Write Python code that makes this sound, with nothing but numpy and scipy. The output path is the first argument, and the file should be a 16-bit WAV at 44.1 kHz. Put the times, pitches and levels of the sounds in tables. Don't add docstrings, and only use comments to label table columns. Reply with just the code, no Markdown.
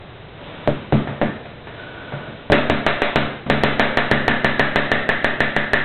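import sys
import numpy as np
from scipy import signal
from scipy.fft import rfft, irfft, next_fast_len
from scipy.io import wavfile
from scipy.ndimage import uniform_filter1d

SR = 44100
rng = np.random.default_rng(int(sys.argv[2]) if len(sys.argv) > 2 else 0)


def dump_mix(stems):
    frames = np.atleast_2d(stems).T
    limited = np.clip(frames, -1, 1)
    pcm = np.round(limited * 32767).astype(np.int16)
    wavfile.write(sys.argv[1], SR, pcm)


N = 257544


def amp(db):
    return 10 ** (np.asarray(db) / 20)


def unit_rms(x):
    return x / np.sqrt(np.mean(x ** 2) + 1e-20)


def curve_at(curve, hz):
    points_hz, values = np.transpose(curve)
    return np.interp(np.log(hz + 1), np.log(points_hz + 1), values)


def add(mix, start_s, sound):
    part = mix[max(round(start_s * SR), 0):][:len(sound)]
    part += sound[:len(part)]


def tint(x, eq):
    hz = np.fft.rfftfreq(len(x), 1 / SR)
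    return unit_rms(irfft(rfft(x) * amp(curve_at(eq, hz)), len(x)))


def band_noise(centre_hz, width_hz, size):
    hz = np.fft.rfftfreq(size, 1 / SR)
    phases = np.exp(2j * np.pi * rng.random(len(hz)))
    return unit_rms(irfft(phases / (1 + (2 * (hz - centre_hz) / width_hz) ** 2), size))


# frequency_hz, gain_db
ROOM_TONE_EQ = [(30, -5), (65, -3.5), (110, 3.5), (250, -6.5), (410, -5), (620, -6), (1000, -13),
                (1700, -14), (2700, -17.5), (3800, -17.5)]
def room_tone(level_db=-35.5):
    return amp(level_db) * tint(rng.standard_normal(N), ROOM_TONE_EQ)


# frequency_hz, t60_s
ROOM_DECAY = [(100, 0.41), (300, 1), (700, 0.68), (1800, 0.65), (4000, 0.59)]
def room_reverb(early_db=10.0, early_s=0.0057, rise_s=0.0041):
    hz, frame_s, bands = signal.stft(rng.standard_normal(SR), SR, nperseg=256)
    decay = amp(-60 * frame_s / curve_at(ROOM_DECAY, hz)[:, None])
    echoes = signal.istft(bands * decay, SR, nperseg=256)[1][:SR]
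    t = np.arange(SR) / SR
    echoes *= 1 + amp(early_db) * np.exp(-t / early_s)
    spectrum = rfft(echoes, 2 * SR)
    power = uniform_filter1d(abs(spectrum) ** 2, size=100)
    whitened = irfft(spectrum * np.sqrt(power.mean() / power))[:SR]
    return whitened * (1 - np.exp(-t / rise_s))


def hand_pressure(length_s, attack_s=0.15, release_s=0.37):
    t = np.arange(0, length_s + release_s, 1 / SR)
    return np.minimum(t / attack_s, 1) * np.clip(1 - (t - length_s) / release_s, 0, 1)


# frequency_hz, gain_db
SCRAPE_EQ = [(40, -10), (70, -8.5), (110, 16), (200, 16), (430, 18.5), (750, 14), (1100, 10), (1600, 9.5),
             (2700, 7), (3600, 5.5)]
# start_s, length_s, scrape_db, squeak_db
SLOW_CUTS = [(0.318, 0.38, -33, -60.5), (1.654, 0.61, -34, -40.5)]
def slicing(cells_per_s=1500, spread_db=3.5, direct_gain=0.6, squeak_hz=1490, squeak_width_hz=130):
    ticks = (rng.random(N) < cells_per_s / SR) * rng.choice([-1, 1], N)
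    ticks = ticks * amp(spread_db * np.minimum(rng.exponential(1, N), 4))
    blurred = signal.fftconvolve(ticks, room_reverb())[:N]
    scrape = tint(direct_gain * unit_rms(ticks) + unit_rms(blurred), SCRAPE_EQ)
    squeak = band_noise(squeak_hz, squeak_width_hz, N)
    out = np.zeros(N)
    for start_s, length_s, scrape_db, squeak_db in SLOW_CUTS:
        pressure = np.zeros(N)
        add(pressure, start_s, hand_pressure(length_s))
        out += pressure * amp(scrape_db) * scrape
        out += pressure ** 3 * amp(squeak_db) * squeak
    return out


def board_shove(turn_s=0.00076, width_s=0.00026):
    offset = (np.arange(SR // 100) / SR - turn_s) / width_s
    return -offset * np.exp((1 - offset ** 2) / 2)


def contact_db(hz, thud_db, hard_db, thud_hz=300, hard_hz=1300):
    return thud_db / (1 + (hz / thud_hz) ** 4) + hard_db * (1 - 1 / (1 + (hz / hard_hz) ** 4))


def minimum_phase(gain):
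    cepstrum = irfft(np.log(np.maximum(gain, 1e-5)))
    half = len(cepstrum) // 2
    cepstrum[1:half] *= 2
    cepstrum[half + 1:] = 0
    return irfft(np.exp(rfft(cepstrum)))[:half]


# frequency_hz, gain_db
BOARD_EQ = [(30, -34.5), (75, -1), (170, -15.5), (400, 1), (500, -1.5), (620, 4), (780, -3), (1050, -2.5),
            (1450, -1.5), (2300, -3.5), (2800, -6), (3800, -8.5)]
# pitch_hz, width_hz, level_db
BLADE_MODES = [(1786, 320, 4), (1750, 16, 5.5), (1740, 47, -15), (2043, 44, -3)]
def board_and_blade(thud_db, hard_db, blade_db):
    hz = np.fft.rfftfreq(8192, 1 / SR)
    wood_power = amp(curve_at(BOARD_EQ, hz) + contact_db(hz, thud_db, hard_db)) ** 2
    steel_power = sum((amp(level_db + blade_db) / (1 + (2 * (hz - pitch_hz) / width_hz) ** 2)) ** 2
                      for pitch_hz, width_hz, level_db in BLADE_MODES)
    return minimum_phase(np.sqrt(wood_power + steel_power))


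# pitch_hz, level_db, t60_s
TABLE_MODES = [(142, -5.5, .6), (213, -4, .6), (243, -4.5, .6), (286, -7, .55), (378, -12, .35),
               (427, -10, .35), (585, -5, .45), (702, -8, .5), (933, -12, .45), (1210, -16, .5),
               (1314, -15, .5), (1425, -15, .5), (1522, -13, .5), (2041, -14, .5), (2339, -17, .5)]
def table_ring(thud_db, hard_db, scatter_db=2, detune=0.0013, rise_s=0.0014):
    t = np.arange(SR * 3 // 5) / SR
    ring = np.zeros(len(t))
    for pitch_hz, level_db, t60_s in TABLE_MODES:
        level_draw, pitch_draw, phase = rng.standard_normal(3)
        struck_db = level_db + scatter_db * level_draw + contact_db(pitch_hz, thud_db, hard_db)
        tone = np.sin(2 * np.pi * (pitch_hz * (1 + detune * pitch_draw) * t + phase))
        ring += amp(struck_db - 60 * t / t60_s) * tone
    return ring * (1 - np.exp(-t / rise_s))


def blow(room, thud_db, hard_db, blade_db, punch_db,
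         echo_db=11, click_db=38, shove_db=19.0, table_db=-1, alike=0.66):
    paths = amp(echo_db) * (alike * room + np.sqrt(1 - alike ** 2) * room_reverb())
    paths[0] += amp(click_db + punch_db)
    sound = signal.fftconvolve(paths, board_and_blade(thud_db, hard_db, blade_db))
    add(sound, 0, amp(shove_db + punch_db) * board_shove())
    add(sound, 0, amp(table_db) * table_ring(thud_db, hard_db))
    return sound


# start_s, strength_db,
# thud_db, hard_db, blade_db, punch_db
HANDLING_KNOCKS = [(0.6755, -27, 5.5, -4, -15.5, 5.5), (.924, -21.5, 10, -7, -26, -3.5),
                   (1.0735, -26.5, -15.5, -10, -7.5, -5.5), (1.2149, -22, 2, -7, -3.5, -2),
                   (1.455, -41, 2.5, -0.5, -13, -5), (1.672, -36.5, -4.5, -4.5, -2, -4),
                   (2.123, -28, -17, -15, -9.5, -7.5), (2.5003, -28, 6.5, -5, -25, 0),
                   (3.463, -30, 12, -8.5, -23, -13.5)]
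def knocking(room):
    out = np.zeros(N)
    for start_s, strength_db, *contact in HANDLING_KNOCKS:
        add(out, start_s, amp(strength_db) * blow(room, *contact))
    return out


# pitch_hz, level_db, t60_s
ROCKING_MODES = [(137.4, -0.5, 0.24), (216.3, -3.5, 0.41), (300.5, -4, 0.35), (448, -4, 0.16),
                 (585.6, 2, 0.13)]
def board_rock(tilt_db_per_octave, relative_width=0.55, rise_cycles=0.2, tone_gain=1.36, pivot_hz=300):
    t = np.arange(SR // 2) / SR
    out = np.zeros(len(t))
    for pitch_hz, level_db, t60_s in ROCKING_MODES:
        cluster = band_noise(pitch_hz, relative_width * pitch_hz, len(t))
        swing = tone_gain * np.sin(2 * np.pi * pitch_hz * t) + cluster
        envelope = amp(-60 * t / t60_s) * (1 - np.exp(-t * pitch_hz / rise_cycles))
        gain = amp(level_db + tilt_db_per_octave * np.log2(pitch_hz / pivot_hz))
        out += gain * unit_rms(swing * envelope) * np.sqrt(np.mean(envelope ** 2))
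    return out


# start_s, strength_db, tilt_db_per_octave
BOARD_BUMPS = [(0.678, -17, 3), (0.926, -15.5, -2), (1.086, -37.5, -10.5), (1.218, -18, 2.5),
               (2.129, -38, -12), (2.277, -37.5, -8), (2.5, -19.5, 1), (2.521, -16.5, 8), (3.5, -24.5, 3.5)]
def bumping(rebound_s=0.028, rebound_db=-9, rebound_db_per_octave=-3):
    out = np.zeros(N)
    for start_s, strength_db, tilt in BOARD_BUMPS:
        add(out, start_s, amp(strength_db) * board_rock(tilt))
        rebound = board_rock(tilt + rebound_db_per_octave)
        add(out, start_s + rebound_s, amp(strength_db + rebound_db) * rebound)
    return out


# time_s, blade_db
BLADE_SWELL = [(2.55, -5), (3.55, -2), (3.9, 2.5), (5.7, 7)]
# start_s, strength_db, thud_db
FAST_CHOPS = [(2.521, -14, 5), (2.699, -19, 5), (2.8653, -16.5, -6), (3.0197, -18, -9.5), (3.159, -17, 2.5),
              (3.5, -17.5, 2), (3.636, -17, 6.5), (3.7963, -16, -2.5), (3.973, -17.5, -3.5),
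              (4.114, -18, 6.5), (4.2807, -17.5, 1.5), (4.4459, -18.5, 1.5), (4.5956, -18, 0.5),
              (4.7593, -18, -3), (4.917, -19, 1.5), (5.091, -20.5, -2), (5.2449, -20, -0.5),
              (5.405, -19.5, -0.5), (5.5648, -21.5, 1.5), (5.734, -19.5, 0)]
def chopping(room, hard_db=-1, base_punch_db=-0.5, punch_per_thud=0.17):
    out = np.zeros(N)
    for start_s, strength_db, thud_db in FAST_CHOPS:
        blade_db = np.interp(start_s, *np.transpose(BLADE_SWELL))
        punch_db = base_punch_db + punch_per_thud * thud_db
        add(out, start_s, amp(strength_db) * blow(room, thud_db, hard_db, blade_db, punch_db))
    return out


def scene():
    room = room_reverb()
    return (room_tone() + slicing() + knocking(room) + bumping() + chopping(room))[None]


def lag(x, time_s):
    keep = np.exp(-1 / (time_s * SR))
    return signal.lfilter([1 - keep], [1, -keep], x)


def compressor(x, threshold_db=-10, squeeze=0.084, attack_s=0.001, release_db_per_s=100,
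               bias=0.058, bias_knee_db=2, bias_s=0.001):
    fall_db = np.arange(x.shape[-1]) / SR * release_db_per_s
    level_db = 20 * np.log10(abs(x) + 1e-9)
    held_db = np.maximum.accumulate(level_db + fall_db, axis=-1) - fall_db
    over_db = lag(lag(np.maximum(held_db - threshold_db, 0), attack_s), attack_s)
    sag = bias * lag(np.tanh(over_db / bias_knee_db), bias_s)
    return x * amp(-squeeze * over_db) - sag


# frequency_hz, gain_db
OUTPUT_EQ = [(4300, -0.5), (5200, -8), (6400, -5.5), (8500, -0.5), (12500, -7), (16000, -5)]
def record(dry, knee_hz=3730, slope_hz=225, ceiling=0.708, high_cut_hz=16800):
    size = next_fast_len(N + 4096)
    hz = np.fft.rfftfreq(size, 1 / SR)
    rolloff = np.exp(-(np.maximum(hz - knee_hz, 0) / slope_hz) ** 2 / 2)
    dull = irfft(rfft(dry, size) * rolloff, size)
    clipped = np.clip(compressor(dull), -ceiling, ceiling)
    coloured = irfft(rfft(clipped) * amp(curve_at(OUTPUT_EQ, hz)), size)
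    high_cut = signal.firwin(511, high_cut_hz, window=("kaiser", 9), fs=SR)
    return signal.oaconvolve(coloured, high_cut[None], "same")[:, :N]


dry = scene()
out = record(dry)
dump_mix(out)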